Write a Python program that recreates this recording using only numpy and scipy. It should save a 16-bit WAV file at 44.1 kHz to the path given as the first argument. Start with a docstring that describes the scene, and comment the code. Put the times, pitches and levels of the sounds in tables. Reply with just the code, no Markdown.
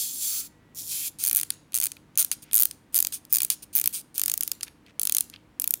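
"""A quiet room: a small plastic clockwork toy is held close to the microphone.
Its motor whirs in two short runs: escapement beats and gear hiss through gliding resonances.
Then the knob is wound in ten twists: each ratchet click is a noise burst through the shell's modes.
Around the twists the gears slip briefly, the knob knocks with play and fingers rub the plastic.
Room noise, hum, fan tones and a faint thin tone lie beneath; the walls add a short tail."""
import sys
import numpy as np
from scipy import signal
from scipy.fft import rfft, irfft
from scipy.io import wavfile
from scipy.ndimage import uniform_filter1d

SR = 44100
rng = np.random.default_rng(int(sys.argv[2]) if len(sys.argv) > 2 else 0)


def wav_out(sig):
    """Save sig, one row per channel (or a flat mono array), as 16-bit PCM at SR to the path in sys.argv[1]."""
    wavfile.write(sys.argv[1], SR, np.round(np.clip(np.atleast_2d(sig).T, -1, 1) * 32767).astype(np.int16))


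N = 255780
CLICK_SIZE = 1024  # samples


def gain_of(db):
    """Amplitude factor of a level in dB."""
    return 10 ** (np.asarray(db) / 20)


def evened(x):
    """Scale to unit RMS."""
    return x / np.sqrt(np.mean(x ** 2) + 1e-20)


def read(points, hz):
    """Interpolate (frequency, value) points over log frequency."""
    f, value = np.transpose(points)
    return np.interp(np.log(hz + 1), np.log(f + 1), value)


def add(mix, start_s, sound):
    """Add a sound into the mix in place."""
    part = mix[max(round(start_s * SR), 0):][:len(sound)]
    part += sound[:len(part)]


def bins(size):
    """Frequencies of the FFT bins, Hz."""
    return np.fft.rfftfreq(size, 1 / SR)


def causal(db):
    """The minimum-phase response that has this gain in dB."""
    log_gain = db * np.log(10) / 20
    circle = np.concatenate([log_gain, log_gain[-2:0:-1]])
    return np.exp(np.conj(signal.hilbert(circle)))[:len(db)]


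def coloured(x, points):
    """Zero-phase filter to a spectrum given in dB."""
    return irfft(rfft(x) * gain_of(read(points, bins(len(x)))), len(x))


def ringing_db(rings, hz):
    """Summed lift of resonances, each a bell falling to half its dB at half its width off centre."""
    return sum(db / (1 + (2 * (hz - f) / width) ** 2) for f, width, db in rings)


def colour_db(x, size=25):
    """The broad bumps and dips in the spectrum of a blow."""
    power = uniform_filter1d(abs(rfft(x, 2 * CLICK_SIZE)) ** 2, size)
    return 10 * np.log10(power / power.mean())


def wobble(length, hz):
    """Slow random curve of unit RMS, with hz random knots a second."""
    along = np.arange(length) * hz / SR
    knots = int(along[-1]) + 2
    return evened(np.interp(along, np.arange(knots), rng.standard_normal(knots)))


def tones(lines, waver):
    """Steady tones whose phase wanders slowly in a random walk."""
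    t = np.arange(N) / SR
    knots = np.linspace(0, t[-1], num=40)
    out = np.zeros(N)
    for hz, db in lines:
        phase = 2 * np.pi * (hz * t + rng.random())
        phase += waver * np.interp(t, knots, np.cumsum(rng.standard_normal(len(knots))))
        out += np.sqrt(2) * gain_of(db) * np.sin(phase)
    return out


def background(air_db=-58.7):
    """Coloured room noise, a mains hum that swells and sinks, and a wavering fan."""
    # room noise spectrum: (frequency [Hz], relative density [dB])
    air_colour = [(22, -28), (36, -4), (288, -2), (404, -9.5), (698, -15), (953, -15.5), (2310, -21),
                  (2630, -23), (5580, -32.5), (9500, -35), (15000, -39)]
    # mains hum before its swell: (frequency [Hz], level [dB])
    hum = [(99.8, -72), (150.3, -70.5)]
    # swell of the hum: (time [s], relative level [dB])
    hum_swell = [(0, -17), (.5, 2.5), (.75, 7.5), (2.1, 1.5), (5.8, -5)]
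    # fan tones: (frequency [Hz], level [dB])
    fan = [(305, -68.5), (488, -79), (931, -80)]
    swell = gain_of(np.interp(np.arange(N) / SR, *np.transpose(hum_swell)))
    air = gain_of(air_db) * evened(coloured(rng.standard_normal(N), air_colour))
    return air + swell * tones(hum, waver=0.17) + tones(fan, waver=1.825)


def escapement(beats_per_s, beat_t60_s=0.0062, attack_s=0.00014, weak_db=-3, scatter_db=0.8,
               jitter_s=.00006, mesh_db=-6, alike=0.29):
    """A rocking anchor hits the wheel with strong and weak pallet in turn, over the hiss of meshing gears."""
    size, t = len(beats_per_s), np.arange(CLICK_SIZE // 2) / SR
    at = np.flatnonzero(np.diff(np.floor(np.cumsum(beats_per_s) / SR), prepend=-1))
    pallets = rng.standard_normal((2, len(t)))
    share, out = np.clip(alike, 0, 1), np.zeros(size)
    decay = np.minimum(t / attack_s, 1) * gain_of(-60 * t / beat_t60_s)
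    chances = rng.standard_normal((len(at), 2))
    for k, (i, (force, late)) in enumerate(zip(at, chances)):
        blow = np.sqrt(share) * pallets[k % 2] + np.sqrt(1 - share) * rng.standard_normal(len(t))
        level_db = weak_db * (k % 2) + scatter_db * force
        add(out, i / SR + jitter_s * late, blow * decay * gain_of(level_db))
    hiss = evened(beats_per_s) * rng.standard_normal(size)  # louder when the gears run faster
    return evened(out) + gain_of(mesh_db) * hiss


def gearbox(x, rings, depth=1):
    """The motor's rattle passes through the ringing parts of the toy."""
    # gear train spectrum, floored at -60 dB: (frequency [Hz], relative gain [dB])
    gears = [(530, -48), (900, -24), (2080, -14.5), (2470, -7.5), (2860, -11.5), (3390, -8), (3740, -9),
             (7300, -6), (11200, -4), (13300, -5.5), (15200, -2), (15900, -13.5), (16500, -51.5)]
    hz = bins(2 * CLICK_SIZE)
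    response = irfft(causal(np.maximum(read(gears, hz), -60) + depth * ringing_db(rings, hz)))
    return evened(signal.fftconvolve(x, response)[:len(x)])


def shifting_gearbox(x, rings, count=11, drift=0.0052, flutter_db=1.5):
    """As the legs swing and the hand shifts its hold, the resonances glide, wander and swell or fade."""
    along, out = np.linspace(0, 1, len(x)), np.zeros(len(x))
    for stage in np.linspace(0, 1, count):
        now = []
        for ring, (shift, favour) in zip(rings, rng.standard_normal((len(rings), 2))):
            hz, glide_hz, width_hz, db, swell_db = ring
            now_hz = (hz + glide_hz * stage) * (1 + drift * shift)
            now.append((now_hz, width_hz, db + swell_db * stage + flutter_db * favour))
        crossfade = np.maximum(1 - abs(along - stage) * (count - 1), 0)
        out += gearbox(x, now) * crossfade
    return evened(out)


def free_runs(growl_db=-3, growl_hz=3400, rough_hz=180, rough_db=1.5):
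    """The spring drives the legs in the air; the gears run unevenly, with a rough growl below growl_hz."""
    # two runs of the motor, growl before growl_db:
    # (time [s], level [dB], relative growl [dB], escapement rate [beats/s])
    runs = [
        [(0, -27, -22, 596), (.125, -34.5, -24.5, 467), (.2, -32, -25, 440), (.234, -27.5, -23.5, 600),
         (.402, -29.5, -20, 500), (.43, -39.5, -18, 430), (.47, -43.5, -19, 490), (.49, -68, -18, 500)],
        [(.748, -43.5, -26, 200), (.783, -33.5, -20.5, 390), (.852, -37.5, -29, 280), (.925, -30, -17, 470),
         (1.04, -33, -13.5, 580), (1.081, -30, -17.5, 560), (1.1, -52, -34, 640)],
    ]
    # gear train resonances of each run, before drift and flutter:
    # (frequency [Hz], glide over the run [Hz], width [Hz], lift [dB], swell over the run [dB])
    gear_rings = [
        [(1350, 0, 300, 2, 12), (3370, 0, 300, 7, -8), (4340, 150, 390, 4.5, 2), (6300, -2, 660, 5.5, 0),
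         (7470, -100, 360, 11.5, -5.5), (8920, 1200, 510, 7.5, -2.5), (11500, -250, 600, 5.5, -1),
         (13000, -1, 700, -10, 7.5), (14850, 251.5, 770, 3, 4)],
        [(2450, -3, 540, 1.5, 5), (3190, 2, 320, 4, 2.5), (5600, 298, 480, 8.5, -11), (7100, 250, 550, 6, -0.5),
         (9220, 200, 480, 7, -5), (11100, 96, 400, 3, 5), (15100, 350, 600, 4.5, -4.5)],
    ]
    lowpass = signal.butter(4, growl_hz, fs=SR, output="sos")
    out = np.zeros(N)
    for rows, rings in zip(runs, gear_rings):
        s, level_db, growls_db, beats_per_s = np.transpose(rows)
        t = np.arange(s[0], s[-1], 1 / SR)
        whir = shifting_gearbox(escapement(np.interp(t, s, beats_per_s)), rings)
        low = signal.sosfiltfilt(lowpass, whir)
        growl = evened(low * gain_of(rough_db * wobble(len(t), rough_hz)))
        whir = whir - low + growl * gain_of(np.interp(t, s, growls_db) + growl_db)
        add(out, s[0], whir * gain_of(np.interp(t, s, level_db)))
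    return out


def room(x, wet_db=-23, delay_s=.012):
    """A faint diffuse tail, each band dying at its own speed, and scattered echoes from near walls."""
    # decay of the tail: (frequency [Hz], T60 [s])
    tail_t60 = [(500, 0.39), (2500, 0.357), (6000, 0.35), (11000, 0.3), (16000, 0.21)]
    # what the walls give back: (frequency [Hz], relative level [dB])
    walls = [(1000, 1.5), (5000, 0.5), (11000, -3), (15000, -5)]
    # near walls: (delay [s], level [dB])
    echoes = [(0.0154, -26.5), (.033, -32)]
    hz, t, z = signal.stft(rng.standard_normal(SR // 2), SR, nperseg=256)
    fading_db = read(walls, hz)[:, None] - 60 * t / read(tail_t60, hz)[:, None]
    tail = signal.istft(z * gain_of(fading_db), SR, nperseg=256)[1]
    response = np.zeros(SR // 2)
    add(response, delay_s, gain_of(wet_db) * tail / np.linalg.norm(tail))
    size = CLICK_SIZE // 8
    for echo_s, echo_db in echoes:
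        echo = rng.standard_normal(size) * signal.windows.hann(size)
        add(response, echo_s, gain_of(echo_db) * echo / np.linalg.norm(echo))
    return signal.fftconvolve(x, response)[:N]


def whistle(start_s=0.42, length_s=0.47, hz=1938, db=-74):
    """A faint thin tone, faded in and out around the pause between the two runs."""
    out, size = np.zeros(N), int(length_s * SR)
    add(out, start_s, tones([(hz, db)], waver=0.88)[:size] * signal.windows.tukey(size, .5))
    return out


def slips(onset_db=-9, rise_share=0.19, braking=1.8, ring_hz=9150, ring_width_hz=900, ring_db=10.5,
          usual_beats_per_s=400, usual_db=-29, db_per_doubling=20):
    """As the grip on the knob loosens, the motor spins up for a moment and is braked again."""
    # slips around the twists: (start [s], length [s], level [dB], fall by the end [dB])
    slip_rows = [(1.187, 0.073, -33, -1), (1.514, 0.036, -52, 11), (2.317, 0.032, -29, 25),
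                 (2.422, 0.023, -43.5, 8.5), (2.925, 0.025, -49, -6), (3.122, 0.068, -30.5, 26.5),
                 (3.297, 0.036, -47.5, -3.5), (3.501, 0.05, -27.5, 19), (3.623, 0.023, -39.5, 10),
                 (3.729, 0.024, -42, -2), (3.928, 0.088, -29.5, 17.5), (4.144, 0.064, -38, 0),
                 (4.42, 0.082, -46.5, 6), (4.627, 0.025, -37, 21)]
    # gear train resonances while the knob is held: (frequency [Hz], width [Hz], lift [dB])
    held_rings = [(1932, 320, -8), (4800, 400, 4.5), (6400, 480, 4.5), (11400, 1200, 3.5), (14600, 680, 2)]
    out = np.zeros(N)
    for start_s, length_s, db, fall_db in slip_rows:
        along = np.linspace(0, 1, int(length_s * SR))
        rise = np.interp(along, [0, rise_share], [1, 0])
        fall = np.interp(along, [rise_share, 1], [0, 1])
        level_db = db + onset_db * rise - fall_db * fall ** braking
        # a louder slip is a faster one
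        beats_per_s = usual_beats_per_s * 2 ** ((db - usual_db) / db_per_doubling)
        rattle = escapement(np.full(len(along), beats_per_s), scatter_db=0.0, mesh_db=-4)
        slip = gearbox(rattle, held_rings + [(ring_hz, ring_width_hz, ring_db)])
        add(out, start_s, slip * gain_of(level_db))
    return out


def ratchet(clicks, alike, depth, softness=0.33, soft_hz=2850, hard_knock_db=-10, attack_s=0.0003,
            hold_s=0.00071, snap_t60_s=0.0088, top_speed=1.9, ring_t60_s=0.039, ring_db=-23,
            scrape_s=0.00022, scrape_db=-15, knock_lag_s=0.00018, lead_s=.0016, trim_db=-0.71,
            drift=0.02, spot_db=2.5, evenness=.35):
    """The pawl scrapes off a tooth, drops and shakes the hand-damped shell; clicks of one grip are alike."""
    # plastic shell under a click: (frequency [Hz], relative gain [dB])
    shell_colour = [(200, -37), (650, -30), (900, -27), (1350, -17.5), (1900, -18), (2400, -15.5),
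                    (3100, -12), (4300, -12.5), (6300, -1), (8000, -3), (9300, 2), (13000, 1), (14700, 3),
                    (15500, 2.5), (16200, -7.5), (17000, -27)]
    # fixed dip in the shell's response, before depth: (frequency [Hz], width [Hz], lift [dB])
    dips = [(5700, 410, -4)]
    # each new grip presses the shell elsewhere; before drift, spot, hardness and depth:
    # (from [s], low, middle, high, upper, top mode [Hz], top, pawl, hollow lift [dB])
    grips = [(1.1, 4370, 6500, 9250, 11450, 14600, 7.5, 6.5, 1),
             (1.7, 4400, 6350, 8920, 11300, 15000, 4, 9, -1.5),
             (2.1, 4340, 6500, 9030, 11550, 15100, 3.5, 2.5, -1.5),
             (2.5, 4500, 6950, 9050, 11460, 14670, 7, 1.5, -3),
             (2.9, 4700, 6450, 9070, 11300, 14350, 9, 4.5, -4.5),
             (3.28, 4700, 6900, 8940, 11300, 14650, 13, 7, -2.5),
             (3.7, 4700, 6300, 9060, 11400, 14700, 8, 6.5, -1.5),
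             (4.1, 5100, 6150, 9140, 11600, 14900, 7, 1.5, 0),
             (4.9, 4400, 6350, 10000, 11540, 15000, 2, 2, -6),
             (5.5, 4920, 7620, 10400, 11800, 15000, 3.5, 8, -4.5)]
    # low to upper modes, before spot, hardness and depth: (width [Hz], lift [dB])
    grip_modes = [(600, 4.5), (600, 3.5), (600, 7.5), (830, 5.5)]
    # knock | snap | sizzle crossovers: (lower [Hz], upper [Hz])
    band_edges = (4800, 12700)
    top_width_hz, pawl_hz, pawl_width_hz = 980, 2427, 310
    hollow_hz, hollow_width_hz = 1750, 990
    body_hz, body_width_hz, body_per_knock, usual_knock_db = 5900, 2800, .65, -14

    t, hz = np.arange(CLICK_SIZE) / SR - lead_s, bins(2 * CLICK_SIZE)
    # knock, snap and sizzle: the low motions are fed for a moment, the top dies at once
    free_s = np.maximum([t - 2 * hold_s, t - hold_s, t * top_speed], 0)
    attack = np.clip(t / attack_s + .5, 0, 1)
    decay = attack * np.hypot(gain_of(-60 * free_s / snap_t60_s),
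                              gain_of(ring_db - 60 * free_s / ring_t60_s))
    decay += gain_of(scrape_db) * np.exp(-abs(t) / scrape_s)
    low, under_top = (1 / (1 + (hz / edge) ** 16) for edge in band_edges)
    lag = np.exp(-2j * np.pi * np.cumsum(low) * hz[1] * knock_lag_s)  # the knock comes a little later
    bands = lag * np.array([low, under_top - low, 1 - under_top])
    grip_noise = rng.standard_normal((len(grips), CLICK_SIZE))
    share, out = np.clip(alike, 0, 1), np.zeros(N)
    for s, db, knock_db, sizzle_db in clicks:
        k = np.searchsorted([row[0] for row in grips], s) - 1
        _, *grip_hz, top_db, pawl_db, hollow_db = grips[k]
        # each click lands on a slightly different spot: the modes shift and some speak more than others
        spot = rng.standard_normal((len(grip_hz), 2))
        hardness = np.clip(-knock_db / 10, 0, 1)  # a dull touch does not wake the modes
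        shapes = [*grip_modes, (top_width_hz, top_db)]
        modes = []
        for f, (width_hz, lift_db), (shift, favour) in zip(grip_hz, shapes, spot):
            modes.append((f * (1 + drift * shift), width_hz, hardness * (lift_db + spot_db * favour)))
        # among hard clicks, a heavier knock fills the middle of the shell's range, a light one thins it
        body_db = hardness * body_per_knock * (knock_db - usual_knock_db)
        modes += [*dips, (pawl_hz, pawl_width_hz, pawl_db), (hollow_hz, hollow_width_hz, hollow_db),
                  (body_hz, body_width_hz, body_db)]
        # a blow that is mostly knock is a soft one: it loses level away from soft_hz
        octaves_off = np.minimum(abs(np.log2((hz + 1) / soft_hz)), 1)
        soft_db = softness * max(knock_db - hard_knock_db, 0) * octaves_off
        shell_db = read(shell_colour, hz) + depth * ringing_db(modes, hz) - soft_db
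        fresh = rng.standard_normal(CLICK_SIZE)
        blow = (np.sqrt(share) * grip_noise[k] + np.sqrt(1 - share) * fresh) * decay
        # the knock varies less in colour from blow to blow than the snap does
        shell = causal(shell_db - np.clip(evenness, 0, 1) * low * colour_db(blow[0]))
        parts = irfft(rfft(blow, 2 * CLICK_SIZE) * shell * bands)
        parts /= np.sqrt((parts ** 2).sum(1, keepdims=True) / (.004 * SR))  # level refers to 4 ms
        levels_db = db + trim_db + np.array([knock_db, 0, sizzle_db])
        add(out, s - lead_s, (gain_of(levels_db) @ parts)[:CLICK_SIZE])
    return out


def fingers(catches_per_s=1100, slide_db=-3):
    """Skin catches and slides on the plastic: random impulses over steady noise."""
    # fingertip rubs: (start [s], length [s], level [dB])
    rubs = [(2.437, 0.077, -61), (4.664, 0.026, -51), (4.853, 0.067, -59.5), (5.323, 0.04, -54)]
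    # rubbing spectrum: (frequency [Hz], relative gain [dB])
    skin = [(600, -22.5), (1500, 0), (2500, 6), (3500, -2), (6000, -7.5), (10000, -18), (16000, -33)]
    out = np.zeros(N)
    for start_s, length_s, db in rubs:
        size = int(length_s * SR)
        catches = rng.standard_normal(size) * (rng.random(size) < catches_per_s / SR)
        slide = gain_of(slide_db) * rng.standard_normal(size)
        rub = evened(coloured(evened(catches) + slide, skin))
        add(out, start_s, gain_of(db) * rub * signal.windows.tukey(size, .5))
    return out


def scene():
    """The microphone faces one side of the toy; the room blends clicks of all sides into one casing colour."""
    # pawl drops over one tooth as the knob is pushed round, before ratchet trim:
    # (time [s], level [dB], relative low knock [dB], relative top sizzle [dB])
    teeth = [(1.2386, -19.0, -16, -7), (1.2498, -22.0, -16, -3), (1.2621, -23.0, -15, -3),
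             (1.2713, -21.5, -15, -1), (1.2784, -21.0, -14, -2), (1.2862, -22.5, -19, -3),
             (1.2968, -24.0, -13, -1), (1.3118, -21.5, -10, -5), (1.3299, -22.0, -17, 3),
             (1.3487, -19.0, -19, -3), (1.3604, -20.0, -15, 1), (1.3689, -17.0, -23, -2),
             (1.3756, -21.5, -16, -4), (1.3817, -25.0, -15, -3), (1.3889, -25.5, -10, -5),
             (1.3985, -25.5, -12, -3), (1.4121, -24.0, -12, -5), (1.4321, -23.5, -11, -8),
             (1.7432, -21.0, -13, -8), (1.7514, -20.5, -17, -6), (1.7587, -21.0, -17, -6),
             (1.7663, -23.0, -16, -3), (1.7755, -24.5, -13, -3), (1.7858, -25.5, -15, -5),
             (1.8012, -21.5, -19, -2), (1.8138, -24.5, -11, -7), (1.8243, -25.5, -10, -8),
             (1.8324, -26.0, -9, 1), (1.8393, -20.5, -20, -1), (1.8471, -24.0, -17, -3),
             (1.8564, -24.0, -14, -1), (1.8678, -23.5, -11, -7), (2.1754, -17.0, -19, -5),
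             (2.1834, -20.0, -12, -6), (2.1888, -21.5, -16, -2), (2.1933, -18.5, -16, -6),
             (2.1978, -18.0, -15, -5), (2.2025, -17.0, -18, -8), (2.2074, -19.5, -19, -9),
             (2.2125, -21.0, -13, -5), (2.2184, -23.5, -10, -2), (2.2265, -22.0, -15, -4),
             (2.2473, -21.5, -16, -5), (2.532, -20.0, -15, -7), (2.5433, -19.5, -19, 6),
             (2.5534, -17.5, -19, 1), (2.5619, -15.5, -28, -3), (2.5712, -17.5, -18, -10),
             (2.5795, -17.5, -17, -15), (2.5894, -20.5, -16, -5), (2.5981, -20.5, -17, 4),
             (2.6048, -22.0, -17, 6), (2.6127, -22.5, -14, 3), (2.622, -18.5, -14, 3),
             (2.6332, -17.5, -15, -1), (2.6544, -19.5, -14, 1), (2.9444, -20.0, -17, -5),
             (2.9535, -19.0, -19, -5), (2.9601, -18.0, -16, -5), (2.9657, -19.5, -18, -6),
             (2.9713, -22.5, -15, -3), (2.978, -22.5, -15, 3), (2.9889, -23.0, -9, 7),
             (3.0031, -17.0, -18, -2), (3.0258, -21.5, -16, 1), (3.0487, -23.5, -7, -4),
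             (3.0698, -24.0, -10, -1), (3.327, -21.0, -21, 7), (3.3344, -23.0, -22, 8),
             (3.3414, -20.5, -17, -6), (3.3488, -17.5, -18, -9), (3.3578, -19.5, -15, -1),
             (3.369, -20.5, -13, 1), (3.3842, -22.0, -11, -5), (3.404, -22.5, -6, -6),
             (3.4188, -21.5, -13, -1), (3.432, -23.0, -14, 3), (3.4485, -20.5, -17, -3),
             (3.7528, -22.5, -15, 5), (3.7606, -24.5, -16, 8), (3.7672, -24.0, -13, 6),
             (3.7732, -26.5, -11, 3), (3.7802, -23.5, -15, 2), (3.7882, -26.0, -10, 5),
             (3.7985, -22.0, -16, 0), (3.8142, -22.0, -14, -5), (3.8407, -24.5, -8, -2),
             (3.8588, -22.5, -10, 3), (3.875, -19.0, -12, 3), (4.1802, -23.5, -12, 1),
             (4.1957, -22.5, -13, -2), (4.2158, -21.5, -10, -2), (4.2359, -21.0, -13, -4),
             (4.2596, -21.0, -16, -2), (4.281, -23.5, -9, -1), (4.2979, -21.5, -11, -4),
             (4.3165, -21.5, -13, -5), (4.339, -22.5, -13, 1), (4.3769, -25.0, -15, 0),
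             (4.4086, -21.5, -15, -2), (4.4334, -22.0, -18, -4), (4.4773, -27.0, -10, 0),
             (4.5165, -22.0, -9, -4), (4.9958, -20.5, -15, -9), (5.0156, -25.0, -13, 0),
             (5.0323, -22.0, -15, -2), (5.0527, -21.0, -15, -7), (5.072, -20.0, -11, -6),
             (5.0958, -22.0, -7, -2), (5.1227, -18.0, -16, -6), (5.1486, -18.0, -15, -5),
             (5.1676, -17.0, -13, -7), (5.1836, -18.5, -12, -5), (5.2074, -17.5, -17, -6),
             (5.5984, -21.0, -20, -7), (5.6191, -25.5, -14, -1), (5.6418, -27.0, -7, 5),
             (5.6761, -21.0, -17, 0), (5.7076, -21.0, -20, 3), (5.739, -21.0, -12, 2)]
    # play in the knob as it is let go or touched, before ratchet trim:
    # (time [s], level [dB], relative low knock [dB], relative top sizzle [dB])
    knocks = [(1.5039, -19.5, -7.5, -14), (1.7218, -45, -7, -13), (1.7325, -44, -1, -20),
              (1.9179, -31.5, -9.5, -16), (1.9672, -56.5, 11.5, -2.5), (2.1555, -43.5, -8.5, -23.5),
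              (2.3152, -18, -11, -21.5), (2.5126, -44.5, 3.5, -25), (2.523, -39.5, -20, -12.5),
              (2.711, -31.5, -8, -21.5), (3.1245, -33, -4, -15), (3.2512, -46.5, -7.5, -3),
              (3.5018, -15, -11.5, -12), (4.4253, -32.5, -8, -13.5), (4.6093, -37, -1.5, -17.5),
              (4.6313, -23.5, -8.5, -23), (4.6799, -52.5, 7.5, -5.5), (4.864, -63.5, 11, -12.5),
              (5.2989, -41.5, -10, -15.5), (5.3382, -57, 17.5, -9), (5.3605, -62, 19, -18)]
    # what the casing radiates to all sides: (frequency [Hz], width [Hz], lift [dB])
    casing_rings = [(4400, 790, 4), (5540, 700, -0.5), (14600, 1500, 3)]
    motor_and_hands = free_runs() + slips() + fingers()
    clicks = list(teeth) + list(knocks)
    facing = ratchet(clicks, alike=0.28, depth=0.97)
    all_sides = ratchet(clicks, alike=0, depth=.2)
    casing = irfft(causal(ringing_db(casing_rings, bins(CLICK_SIZE))))
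    all_sides = signal.fftconvolve(all_sides, casing)[:N]
    direct = facing + motor_and_hands
    return (direct + room(all_sides + motor_and_hands) + background() + whistle())[None]


def record(dry):
    """Band limit: a linear-phase low-pass that removes the highest treble."""
    lowpass = signal.firwin(511, 16900, window=("kaiser", 9), fs=SR)  # cutoff in Hz
    return signal.oaconvolve(dry, lowpass[None], "same")


dry = scene()
out = record(dry)
wav_out(out)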